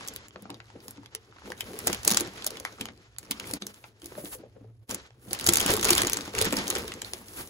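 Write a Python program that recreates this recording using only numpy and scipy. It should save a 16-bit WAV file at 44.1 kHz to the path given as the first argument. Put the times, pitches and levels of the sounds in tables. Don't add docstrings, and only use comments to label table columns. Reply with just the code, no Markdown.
import sys
import numpy as np
from scipy import signal
from scipy.fft import rfft, irfft, next_fast_len
from scipy.io import wavfile
from scipy.ndimage import map_coordinates

SR = 44100
rng = np.random.default_rng(int(sys.argv[2]) if len(sys.argv) > 2 else 0)


def field_ratio(decibels):
    return 10 ** (np.asarray(decibels, dtype=float) / 20)


def bounce(signal):
    frames = np.transpose(np.atleast_2d(signal))
    limited = np.clip(frames, -1, 1)
    pcm = np.round(limited * 32767).astype(np.int16)
    wavfile.write(sys.argv[1], SR, pcm)


N = 330309

# (frequency [Hz], level [dB])
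SHEEN_COLOUR = [(2500, -15), (5000, -7.5), (7500, 3), (9000, 9.5), (11000, 5), (14000, 5), (15700, 0.5),
                (16300, -33)]
# (time [s], peak [dB], boom [Hz])
WALL_THUDS = [(0.358, -35.5, 385), (0.425, -38, 193), (0.501, -32, 287), (0.757, -35.5, 335),
              (0.981, -34.5, 278), (1.149, -40.5, 430), (1.501, -31, 352), (1.87, -21, 297),
              (2.073, -22.5, 346), (2.11, -23, 187), (2.209, -22.5, 332), (2.464, -31, 588),
              (2.811, -27, 220), (3.309, -29, 205), (3.535, -25.5, 305), (3.62, -33, 208), ]
# (time [s], peak [dB], boom [Hz])
CARTON_KNOCKS = [
    (4.031, -36, 320),
    (4.119, -36, 372),
    (4.178, -26, 593),
    (4.238, -29, 314),
    (4.348, -37.5, 515),
    (4.435, -36.5, 416),
    (4.563, -41, 450),
    (4.61, -40, 251),
    (4.644, -43.5, 453),
]
# (time [s], peak [dB], boom [Hz])
BAG_BUMPS = [(4.894, -30, 240), (4.949, -37, 364), (5.278, -36, 225), (5.486, -15, 334),
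             (5.541, -30.5, 410), (5.612, -26, 371), (5.657, -20.5, 264), (5.697, -17.5, 350),
             (5.905, -14.5, 350), (6.035, -20.5, 340), (6.412, -19, 457), (6.525, -17, 223),
             (6.577, -24, 219), (6.694, -27.5, 330), (6.761, -24.5, 355), (6.843, -29, 442),
             (7.136, -34.5, 360)]
# (time [s], peak [dB], boom [Hz])
MORE_BUMPS = [(0.453, -41.0, 230.0), (0.857, -44.0, 320.0), (0.881, -42.0, 220.0), (1.451, -38.0, 220.0),
              (1.475, -33.0, 360.0), (1.63, -40.0, 380.0), (1.703, -33.0, 330.0), (1.736, -31.0, 430.0),
              (1.841, -34.0, 450.0), (1.895, -22.0, 350.0), (2.276, -37.0, 170.0), (2.515, -35.0, 460.0),
              (2.554, -42.0, 360.0), (2.603, -35.0, 330.0), (2.9, -40.0, 270.0), (3.232, -47.0, 310.0),
              (3.409, -40.0, 350.0), (3.505, -36.0, 470.0), (3.666, -42.0, 470.0), (4.053, -38.0, 330.0),
              (4.461, -48.0, 360.0), (4.923, -32.0, 320.0), (5.312, -29.0, 340.0), (5.739, -17.0, 410.0),
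              (5.78, -23.0, 330.0), (5.857, -23.0, 450.0), (6.16, -31.0, 250.0), (6.186, -31.0, 310.0),
              (6.276, -31.0, 320.0), (6.339, -27.0, 460.0), (6.467, -22.0, 230.0), (6.723, -30.0, 430.0),
              (6.973, -37.0, 430.0), (7.028, -39.0, 360.0), (7.209, -39.0, 250.0), (7.393, -33.0, 380.0)]


def unit(x):
    return x / np.sqrt(np.mean(x ** 2, axis=-1, keepdims=True) + 1e-20)


def along(points, hz):
    f, v = np.transpose(points)
    return np.interp(np.log(hz + 1), np.log(f + 1), v)


def curves(rows, s):
    t, *cols = np.transpose(rows)
    return [np.interp(s, t, c) for c in cols]


def wobble(rate):
    knots = rng.standard_normal(int(N * rate / SR) + 4)
    return map_coordinates(knots, [np.arange(N) * rate / SR])


def swells(t, start, hold, db, rise, fall):
    u = t[:, None] - start
    level_db = db - rise * np.clip(-u, 0, None) - fall * np.clip(u - hold, 0, None)
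    return np.sum(field_ratio(2 * level_db), 1)


def filtered(x, response):
    m = next_fast_len(N + SR // 4)
    return irfft(rfft(x, m) * response(np.fft.rfftfreq(m, 1 / SR)), m)[..., :N]


def ports(pair, f, lag_s):
    # (frequency [Hz], left-right likeness [0-1])
    likeness = [(60, 0.9), (400, 0.99), (800, 0.55), (2000, 0.59), (6000, 0.19)]
    turn = np.arccos(np.clip(along(likeness, f), -1, 1)) / 2
    mid = pair[0] * np.cos(turn)
    side = pair[1] * np.sin(turn)
    return np.array([mid + side, (mid - side) * np.exp(-2j * np.pi * f * lag_s)])


def rush(shape, lag_s):
    f = np.fft.rfftfreq(N, 1 / SR)
    noise = rfft(rng.standard_normal((2, N)))
    return unit(irfft(ports(noise, f, lag_s) * shape(f), N))


def appliance():
    # (frequency [Hz], level [dB per Hz])
    motor_colour = [(30, -38), (58, -4), (90, -4), (110, 5.5), (130, 0), (150, -38), (600, -100)]
    # (start [s], hold [s], peak [dB])
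    tone_swells = [
        (.52, .11, -52),
        (4.66, .075, -48),
        (4.8, .04, -54),
    ]
    hum_db, tone_hz = -61.5, 113
    t = np.arange(N) / SR
    drift_db = 2.5 * wobble(6)
    tone_level = np.sqrt(swells(t, *np.transpose(tone_swells), 260, 260))
    tone = tone_level * np.sin(2 * np.pi * tone_hz * t)
    hum = field_ratio(hum_db + drift_db) * rush(lambda f: field_ratio(along(motor_colour, f)), 0)
    return hum + tone


def handling():
    # (time [s], rustle [dB])
    pressure = [(0, -50), (.33, -57.5), (1.31, -58.5), (1.55, -49), (2.0, -44.5), (2.33, -47), (2.8, -49),
                (3.13, -66), (3.4, -47), (3.93, -64), (4.41, -66), (4.79, -74), (5.21, -64), (5.5, -33),
                (6.12, -39), (6.3, -44.5), (6.8, -36.5), (7.1, -52.5)]
    # (start [s], hold [s], rustle [dB], sheen over it [dB])
    strokes = [(0.0, .04, -50, -15), (.07, .11, -51, -16), (.84, .07, -60, 4), (1.48, 0.036, -56.5, 0),
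               (1.594, 0.36, -48, -5), (1.861, 0.052, -35.5, -8), (2.079, 0.13, -34.5, -7.5),
               (2.48, 0.067, -47, -13), (2.658, 0.012, -50.5, -5), (2.825, 0.041, -50.5, -12),
               (3.202, 0.033, -58.5, -2), (3.32, .02, -51, -3), (3.475, .075, -44, -1),
               (3.616, 0.092, -51.5, -4), (4.03, .12, -54, -3), (4.18, 0.085, -49, 4), (4.27, .05, -54, 9),
               (4.325, .022, -52, 11), (4.97, .09, -56, -14), (5.23, .06, -57, 1.5),
               (4.905, 0.028, -39, -4), (5.3, .05, -47, -2), (5.47, 0.015, -43, 8), (5.547, 0.037, -33, -8),
               (5.695, 0.048, -31, -4.5), (5.835, 0.16, -29, -8.5), (6.03, 0.24, -42, -11),
               (6.379, 0.089, -32.5, -12), (6.53, 0.054, -37, -5), (6.693, .07, -47, -3),
               (7.05, .17, -55, 3), (7.27, .21, -52, 3), (7.37, .05, -46, 5), (3.738, 0.14, -63, 2.5)]
    rise, fall, sheen_fall = 480, 180, 480
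    rest_sheen_db, sheen_grows = -12, 1.35
    boom_db, boom_grows = -3.2, .84
    air_db = -80
    flex_db, flex_rise, flex_fall = -17, 247, 130

    def law(x_db, at_db, grows):
        return field_ratio(2 * (at_db - 45 + grows * (x_db + 45)))

    t = np.arange(0, N / SR, .002)
    start, hold, db, sheen_db = np.transpose(strokes)
    rest_db, = curves(pressure, t)
    rustle = field_ratio(2 * rest_db) + swells(t, start, hold, db, rise, fall)
    rustle_db = 10 * np.log10(rustle)
    sheen = law(rest_db, rest_sheen_db, sheen_grows) + field_ratio(2 * air_db)
    sheen += swells(t, start, hold, db + sheen_db, rise, sheen_fall)
    s, thud_db, _ = np.transpose(WALL_THUDS + CARTON_KNOCKS + BAG_BUMPS + MORE_BUMPS)
    boom = law(rustle_db, boom_db, boom_grows)
    boom += swells(t, s, 0, thud_db + flex_db, flex_rise, flex_fall)
    return np.transpose([t, rustle_db, 10 * np.log10(boom), 10 * np.log10(sheen)])


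def mode(f, hz, width):
    return 1j * f * width / (hz * hz - f * f + 1j * f * width)


def bag(f):
    # (frequency [Hz], width [Hz], level [dB])
    resonances = [
        (204, 183, 0),
        (359, 156, 5),
        (456, 168, 2),
    ]
    return sum((-1) ** k * field_ratio(db) * mode(f, hz, w) for k, (hz, w, db) in enumerate(resonances))


def slide():
    # (frequency [Hz], level [dB])
    rub_colour = [(250, -6), (800, -4), (1600, -2.5), (3000, -6.5), (5000, -9), (7500, -12.5),
                  (10500, -46.5)]
    # (frequency [Hz], level [dB])
    table_colour = [(25, -28), (55, 6.5), (120, 5.5), (300, -60.5)]
    rustle_db, boom_db, sheen_db = curves(handling(), np.arange(N) / SR)
    grip = wobble(30)
    rub = field_ratio(rustle_db - 5.0 + 4.45 * grip) * rush(lambda f: field_ratio(along(rub_colour, f)), 0.0002)
    hiss = field_ratio(sheen_db - 3.0 + 1.4 * grip) * rush(lambda f: field_ratio(along(SHEEN_COLOUR, f)), 0.0001)
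    boom = field_ratio(boom_db - 4.5 + 3.5 * wobble(30)) * rush(bag, 6e-5)
    thump = field_ratio(boom_db - 11.0 + 3.5 * wobble(22)) * rush(lambda f: field_ratio(along(table_colour, f)), 0)
    return rub + hiss + boom + thump


def add(out, s, waves):
    start = np.round(s * SR).astype(int)[:, None]
    at = (start + np.arange(waves.shape[-1])).clip(0, N - 1)
    out += [np.bincount(at.ravel(), w.ravel(), N) for w in waves]
    return out


def bursts(rise_s, size, lag_s=.00015):
    u = np.arange(size) / SR / rise_s[:, None] - 5
    f = np.fft.rfftfreq(size, 1 / SR)
    luck = rng.standard_normal((len(u), 2, size + 1)).swapaxes(0, 1)
    steepness = np.where(u < 0, 1.6, -1)
    swell = np.exp(steepness * (u * u / (abs(u) + 3.1)) * np.sign(u))
    pair = rfft(luck[..., 1:] * swell)
    lags = lag_s * (1 + luck[0, :, :1] / 3)
    side = luck[1, :, 0]
    return f, ports(pair, f, lags), side


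def shaped(burst, shape, rise_s):
    wave = irfft(burst * shape)
    energy = np.mean(np.sum(wave ** 2, -1), 0)
    return wave * np.sqrt(rise_s * SR / energy)[:, None]


def buckle(s, db, ring_hz, sheen_db, ms, ring_db, pan_db, size):
    # (frequency [Hz], level [dB])
    paper_colour = [(250, -30.5), (800, -3), (1500, -2), (3000, -0.5), (5000, 0.5), (7000, -1.5),
                    (9000, -1), (12000, -56.5), (16300, -46)]
    rise = np.clip(ms - .6, .9, 6) / 2200
    f, burst, side = bursts(rise, size)
    burst = burst * np.exp(-2j * np.pi * 0.0511 * np.sqrt(f))
    hz = ring_hz[:, None]
    ring = 1 + field_ratio(ring_db) * mode(f, hz, 240 + .12 * hz)
    dull = field_ratio(0.4 * np.minimum(sheen_db, 0)[:, None] * np.log2(1 + f / hz))
    wave = shaped(burst, field_ratio(along(paper_colour, f)) * ring * dull, rise)
    wave += field_ratio(sheen_db + 3.24)[:, None] * shaped(burst, field_ratio(along(SHEEN_COLOUR, f)), rise)
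    wave *= field_ratio(db + np.outer([.5, -.5], pan_db * side))[..., None]
    return add(np.zeros((2, N)), s - 5 * rise - .0004, wave)


def crackle(count):
    luck = rng.random((count, 3))
    s = luck[:, 0] * N / SR
    rustle_db, _, sheen_db = curves(handling(), s)
    clumps_db = 3 * wobble(35)[(s * SR).astype(int)]
    chance_db = -4 * np.log(luck[:, 1] + 0.09)
    bright_cut_db = .9 * np.clip(sheen_db - rustle_db + 3, 0, None)
    db = rustle_db + clumps_db + chance_db - 6 - bright_cut_db
    ring_hz = 1000 * 7.0 ** luck[:, 2]
    ms = np.full(count, 1.8)
    return buckle(s, db, ring_hz, sheen_db - rustle_db, ms, ring_db=9, pan_db=3, size=512)


def snaps():
    # (time [s], peak [dB], ring [Hz], sheen [dB])
    held_open = [(0.008, -30.0, 860.0, -25.0), (0.075, -33.0, 7800.0, -6.0), (0.084, -21.0, 6270.0, -14.0),
                 (0.137, -44.0, 860.0, -3.0), (0.154, -56.0, 950.0, 0.0), (0.161, -27.0, 3680.0, -8.0),
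                 (0.283, -40.0, 7280.0, -10.0), (0.307, -42.0, 3120.0, -36.0),
                 (0.359, -30.0, 1400.0, -40.0), (0.422, -54.0, 990.0, 2.0), (0.454, -32.0, 860.0, -47.0),
                 (0.495, -33.0, 970.0, -56.0), (0.502, -26.0, 860.0, -20.0), (0.543, -34.0, 3770.0, -26.0),
                 (0.602, -31.0, 1420.0, -34.0), (0.701, -39.0, 950.0, -30.0), (0.803, -42.0, 4690.0, -25.0),
                 (0.881, -33.0, 1140.0, -7.0), (0.908, -53.0, 950.0, 10.0), (0.972, -44.0, 2020.0, -24.0),
                 (0.978, -46.0, 1060.0, -42.0), (1.032, -42.0, 930.0, -26.0), (1.059, -35.0, 3450.0, -22.0),
                 (1.149, -23.0, 5920.0, -7.0), (1.324, -41.0, 1460.0, -42.0), (1.361, -46.0, 1100.0, -47.0),
                 (1.365, -41.0, 1080.0, -37.0), (1.384, -40.0, 1420.0, -42.0),
                 (1.419, -38.0, 1360.0, -50.0), (1.457, -35.0, 1400.0, -28.0), (1.476, -38.0, 860.0, -29.0)]
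    spread_wider = [(1.502, -28.0, 880.0, -23.0), (1.519, -21.0, 1550.0, -24.0),
                    (1.607, -16.0, 3040.0, -16.0), (1.789, -28.0, 7430.0, -5.0),
                    (1.802, -33.0, 1890.0, -17.0), (1.871, -11.0, 6310.0, -7.0),
                    (1.878, -11.0, 7060.0, -22.0), (1.899, -21.0, 930.0, -22.0),
                    (1.929, -12.0, 6350.0, -17.0), (1.946, -22.0, 3120.0, -15.0),
                    (2.032, -29.0, 6520.0, -13.0), (2.049, -18.0, 6890.0, -8.0),
                    (2.077, -4.0, 6870.0, -8.0), (2.094, -15.0, 6440.0, -12.0),
                    (2.104, -13.0, 5490.0, -12.0), (2.113, -9.0, 6830.0, -10.0),
                    (2.12, -11.0, 6370.0, -13.0), (2.135, -17.0, 6160.0, -17.0),
                    (2.145, -12.0, 6520.0, -15.0), (2.171, -2.0, 7260.0, -19.0),
                    (2.199, -19.0, 4390.0, -12.0), (2.207, -17.0, 6870.0, -6.0),
                    (2.273, -34.0, 1660.0, -18.0), (2.335, -38.0, 860.0, -16.0),
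                    (2.378, -30.0, 1980.0, -33.0), (2.422, -27.0, 3210.0, -20.0),
                    (2.444, -23.0, 6960.0, -15.0), (2.465, -18.0, 5770.0, -2.0),
                    (2.473, -24.0, 4290.0, -7.0), (2.505, -29.0, 1100.0, -8.0),
                    (2.555, -34.0, 2130.0, -24.0), (2.57, -27.0, 3190.0, -23.0),
                    (2.599, -29.0, 6270.0, -10.0), (2.65, -14.0, 1870.0, -23.0),
                    (2.66, -31.0, 1400.0, -36.0), (2.674, -33.0, 1380.0, -34.0),
                    (2.784, -35.0, 1160.0, -47.0), (2.81, -18.0, 3210.0, -16.0),
                    (2.855, -23.0, 3210.0, -20.0), (2.886, -28.0, 1870.0, -32.0)]
    reach_in = [(3.163, -43.0, 3700.0, -38.0), (3.184, -27.0, 7800.0, -7.0), (3.229, -41.0, 1640.0, -15.0),
                (3.31, -16.0, 2130.0, -7.0), (3.317, -17.0, 3170.0, -17.0), (3.398, -21.0, 2970.0, -19.0),
                (3.408, -34.0, 1060.0, -38.0), (3.441, -32.0, 2370.0, -31.0), (3.455, -40.0, 2450.0, -19.0),
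                (3.502, -32.0, 900.0, -21.0), (3.511, -28.0, 860.0, -8.0), (3.536, -20.0, 4480.0, -6.0),
                (3.621, -20.0, 3980.0, -28.0), (3.667, -28.0, 6070.0, -5.0), (3.742, -41.0, 6850.0, -16.0),
                (3.84, -31.0, 2540.0, -38.0), (3.845, -39.0, 1030.0, -33.0), (4.018, -38.0, 3230.0, -16.0),
                (4.043, -38.0, 2890.0, -10.0), (4.058, -37.0, 4330.0, 0.0), (4.067, -47.0, 5230.0, -2.0),
                (4.121, -38.0, 970.0, -36.0), (4.152, -34.0, 1550.0, -31.0), (4.247, -41.0, 7360.0, -2.0),
                (4.256, -31.0, 3250.0, -25.0), (4.349, -39.0, 6740.0, -8.0), (4.893, -25.0, 7800.0, -18.0),
                (4.903, -29.0, 5380.0, -12.0), (4.91, -19.0, 6760.0, -15.0), (4.945, -22.0, 7260.0, -7.0),
                (5.105, -45.0, 1810.0, -35.0)]
    drag_aside = [(5.309, -26.0, 4410.0, -19.0), (5.331, -17.0, 7020.0, -6.0),
                  (5.348, -26.0, 2990.0, -15.0), (5.389, -26.0, 4200.0, -13.0),
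                  (5.397, -22.0, 3620.0, -16.0), (5.41, -22.0, 4870.0, -12.0), (5.442, -24.0, 7260.0, -8.0),
                  (5.465, -9.0, 4950.0, -8.0), (5.472, -10.0, 6630.0, -9.0), (5.489, 1.0, 7240.0, -14.0),
                  (5.524, -18.0, 7800.0, -14.0), (5.535, -14.0, 7800.0, -3.0),
                  (5.544, -15.0, 6420.0, -16.0), (5.556, -8.0, 6870.0, -13.0), (5.57, -8.0, 6850.0, -9.0),
                  (5.583, -12.0, 5060.0, -22.0), (5.599, -16.0, 7800.0, -10.0),
                  (5.603, -10.0, 3270.0, -15.0), (5.612, -15.0, 6610.0, -12.0),
                  (5.628, -19.0, 4160.0, -16.0), (5.662, -14.0, 3010.0, -9.0),
                  (5.679, -16.0, 3340.0, -18.0), (5.704, -19.0, 7360.0, -4.0), (5.716, -20.0, 7800.0, -8.0),
                  (5.73, -22.0, 3060.0, -7.0), (5.737, -12.0, 7690.0, -9.0), (5.754, -19.0, 1100.0, -17.0),
                  (5.766, -21.0, 7410.0, -5.0), (5.773, -17.0, 1160.0, -22.0),
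                  (5.795, -18.0, 3750.0, -20.0)]
    crumpling = [(5.811, -21.0, 5530.0, -9.0), (5.828, -11.0, 6960.0, -22.0), (5.833, -18.0, 1010.0, -11.0),
                 (5.845, -15.0, 7170.0, -7.0), (5.851, -6.0, 7080.0, -14.0), (5.871, -18.0, 5340.0, -17.0),
                 (5.886, -13.0, 2630.0, -12.0), (5.891, -6.0, 2630.0, -20.0), (5.905, -5.0, 6590.0, -5.0),
                 (5.926, -15.0, 3730.0, -11.0), (5.931, -7.0, 4410.0, -14.0), (5.951, -11.0, 7540.0, -11.0),
                 (5.961, -13.0, 1140.0, -28.0), (5.973, -19.0, 3620.0, -11.0), (5.979, -6.0, 3420.0, -17.0),
                 (5.991, -23.0, 2020.0, -17.0), (6.006, -20.0, 3470.0, -12.0), (6.018, -7.0, 7800.0, -17.0),
                 (6.033, -14.0, 2150.0, -20.0), (6.048, -16.0, 2520.0, -19.0), (6.07, -12.0, 6800.0, -14.0),
                 (6.08, -20.0, 3170.0, -24.0), (6.097, -19.0, 2610.0, -7.0), (6.12, -20.0, 6240.0, -19.0),
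                 (6.132, -12.0, 6780.0, -8.0), (6.17, -14.0, 7000.0, -18.0), (6.187, -26.0, 1140.0, -22.0),
                 (6.208, -23.0, 4390.0, -21.0)]
    opened_again = [(6.277, -28.0, 1290.0, -22.0), (6.336, -29.0, 1250.0, -20.0),
                    (6.35, -18.0, 1720.0, -17.0), (6.364, -26.0, 1140.0, -17.0),
                    (6.382, -17.0, 2430.0, -17.0), (6.387, -9.0, 7750.0, -21.0),
                    (6.392, -20.0, 1310.0, -34.0), (6.406, -18.0, 2020.0, -20.0),
                    (6.413, -7.0, 7670.0, -13.0), (6.422, -13.0, 4260.0, -11.0),
                    (6.445, -18.0, 4930.0, -14.0), (6.452, -16.0, 1790.0, -10.0),
                    (6.507, -24.0, 3170.0, -21.0), (6.525, -15.0, 2480.0, -13.0),
                    (6.531, -17.0, 860.0, -18.0), (6.539, -19.0, 2200.0, -28.0),
                    (6.568, -13.0, 5210.0, -16.0), (6.587, -22.0, 4800.0, -21.0),
                    (6.67, -23.0, 3230.0, -18.0), (6.679, -19.0, 6090.0, -10.0),
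                    (6.702, -12.0, 6910.0, -8.0), (6.709, -17.0, 3620.0, -33.0),
                    (6.725, -25.0, 1010.0, -24.0), (6.752, -14.0, 7800.0, -24.0),
                    (6.76, -18.0, 2110.0, -23.0), (6.768, -21.0, 3270.0, -20.0),
                    (6.783, -29.0, 2760.0, -6.0), (6.879, -25.0, 2990.0, -13.0),
                    (6.919, -22.0, 2580.0, -23.0), (6.938, -27.0, 7620.0, -20.0),
                    (7.018, -19.0, 7470.0, -20.0), (7.046, -24.0, 4110.0, -26.0),
                    (7.134, -18.0, 6460.0, -17.0), (7.214, -41.0, 900.0, -32.0),
                    (7.283, -37.0, 5530.0, -11.0), (7.409, -35.0, 3810.0, -8.0),
                    (7.474, -39.0, 6590.0, -10.0)]
    crisp_times = [0.075, 0.137, 0.161, 0.283, 0.307, 0.422, 0.881, 0.908, 1.149, 1.789, 2.145, 2.65, 2.855,
                   3.163, 3.184, 3.511, 5.105, 5.331, 5.442, 5.556, 5.951, 5.979, 6.097, 6.387, 6.768,
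                   7.134]
    crisp_ms, crisp_db = 1.5, 2.5
    snap_ms, longer_per_db, late_s = 2.3, .007, .0013
    snap_db, sheen_gain_db = -6, 7.5
    squeeze = .14
    creases = held_open + spread_wider + reach_in + drag_aside + crumpling + opened_again
    s, db, ring_hz, sheen_db = np.transpose(creases)
    crisp = abs(s[:, None] - crisp_times).min(1) < .003
    ms = np.where(crisp, crisp_ms, snap_ms) * np.exp(longer_per_db * (db + 30))
    db = db + snap_db - squeeze * (db + 12) + crisp_db * crisp
    return buckle(s + late_s, db, ring_hz, sheen_db + sheen_gain_db, ms, ring_db=6, pan_db=1.5, size=1024)


def thuds():
    s, db, hz = np.transpose(WALL_THUDS + CARTON_KNOCKS + BAG_BUMPS + MORE_BUMPS)
    rise = np.full(len(s), .002)
    hz = hz[:, None]
    f, burst, _ = bursts(rise, size=4096, lag_s=7e-5)
    boom = (mode(f, hz, 55) + 0.3 * bag(f)) * mode(f, hz, 430)
    wave = shaped(burst, boom, 5 * rise)
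    return add(np.zeros((2, N)), s - 4 * rise, wave * field_ratio(db - 8.0)[:, None])


def room(x):
    # (frequency [Hz], decay by 60 dB [s])
    decay = [(200, 0.28), (2000, 0.12), (12000, 0.029)]
    hz, t, z = signal.stft(rng.standard_normal((2, SR // 3)), SR, nperseg=256)
    z = ports(z * field_ratio(-60 * t / along(decay, hz)[:, None]), hz[:, None], 0)
    tail = signal.istft(z, SR, nperseg=256)[1]
    late = np.pad(x, ((0, 0), (180, 0)))
    return signal.fftconvolve(late, tail / np.linalg.norm(tail[0]), axes=1)[:, :N]


def scene():
    paper = snaps() + crackle(count=1900) + thuds()
    return paper + field_ratio(-10) * room(paper) + slide() + appliance()


def thrifty(x, under_db, quiet_db):
    turn = np.array([[1, 1], [1, -1]]) / np.sqrt(2)
    z = signal.stft(turn @ x, nperseg=1024)[2]
    bands = z[:, :512].reshape(2, 32, 16, -1)
    power = np.mean(abs(bands) ** 2, 2)
    middle = power[:, 1:9].mean((0, 1))
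    keep = power > np.maximum(middle * field_ratio(2 * under_db), field_ratio(2 * quiet_db))
    keep[:, :11] = True
    z[:, :512] *= np.repeat(keep, 16, 1)
    return turn @ signal.istft(z, nperseg=1024)[1][:, :N]


def low_pass(x):
    return signal.sosfilt(signal.butter(12, 17140, fs=SR, output="sos"), x)


def record(dry):
    # (frequency [Hz], left over right [dB])
    body_lean = [(300, .5), (900, 1.6), (2500, -1.3), (7000, 0)]
    # (time [s], half width [s], level [dB])
    scene_fades = [
        (3.593, 0.022, -22),
        (4.866, 0.034, -20),
    ]
    spread_hz, spread_s, top_hz = 6300, 9 / SR, 16900

    def treble(f):
        return 1 / (1 + (spread_hz / (f + 1)) ** 16)

    def half(f):
        return np.exp(1j * np.pi * np.outer([-1, 1], f * spread_s - 5 / 4))

    def lean(f):
        return field_ratio(np.outer([.5, -.5], along(body_lean, f)))

    port = dry[0] + [[0], [.18]] * dry[1]
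    x = filtered(dry, lambda f: (1 - treble(f)) * lean(f))
    x = x + filtered(port, lambda f: treble(f) * half(f) * (f < top_hz))
    t = np.arange(N) / SR
    x = x * field_ratio(sum(db * np.clip(1 - abs(t - s) / w, 0, 1) for s, w, db in scene_fades))
    x = x / (1 + abs(x / .95) ** 4) ** (1 / 4)
    x = thrifty(x, under_db=-16.5, quiet_db=-108)
    return low_pass(x)


dry = scene()
out = record(dry)
bounce(out)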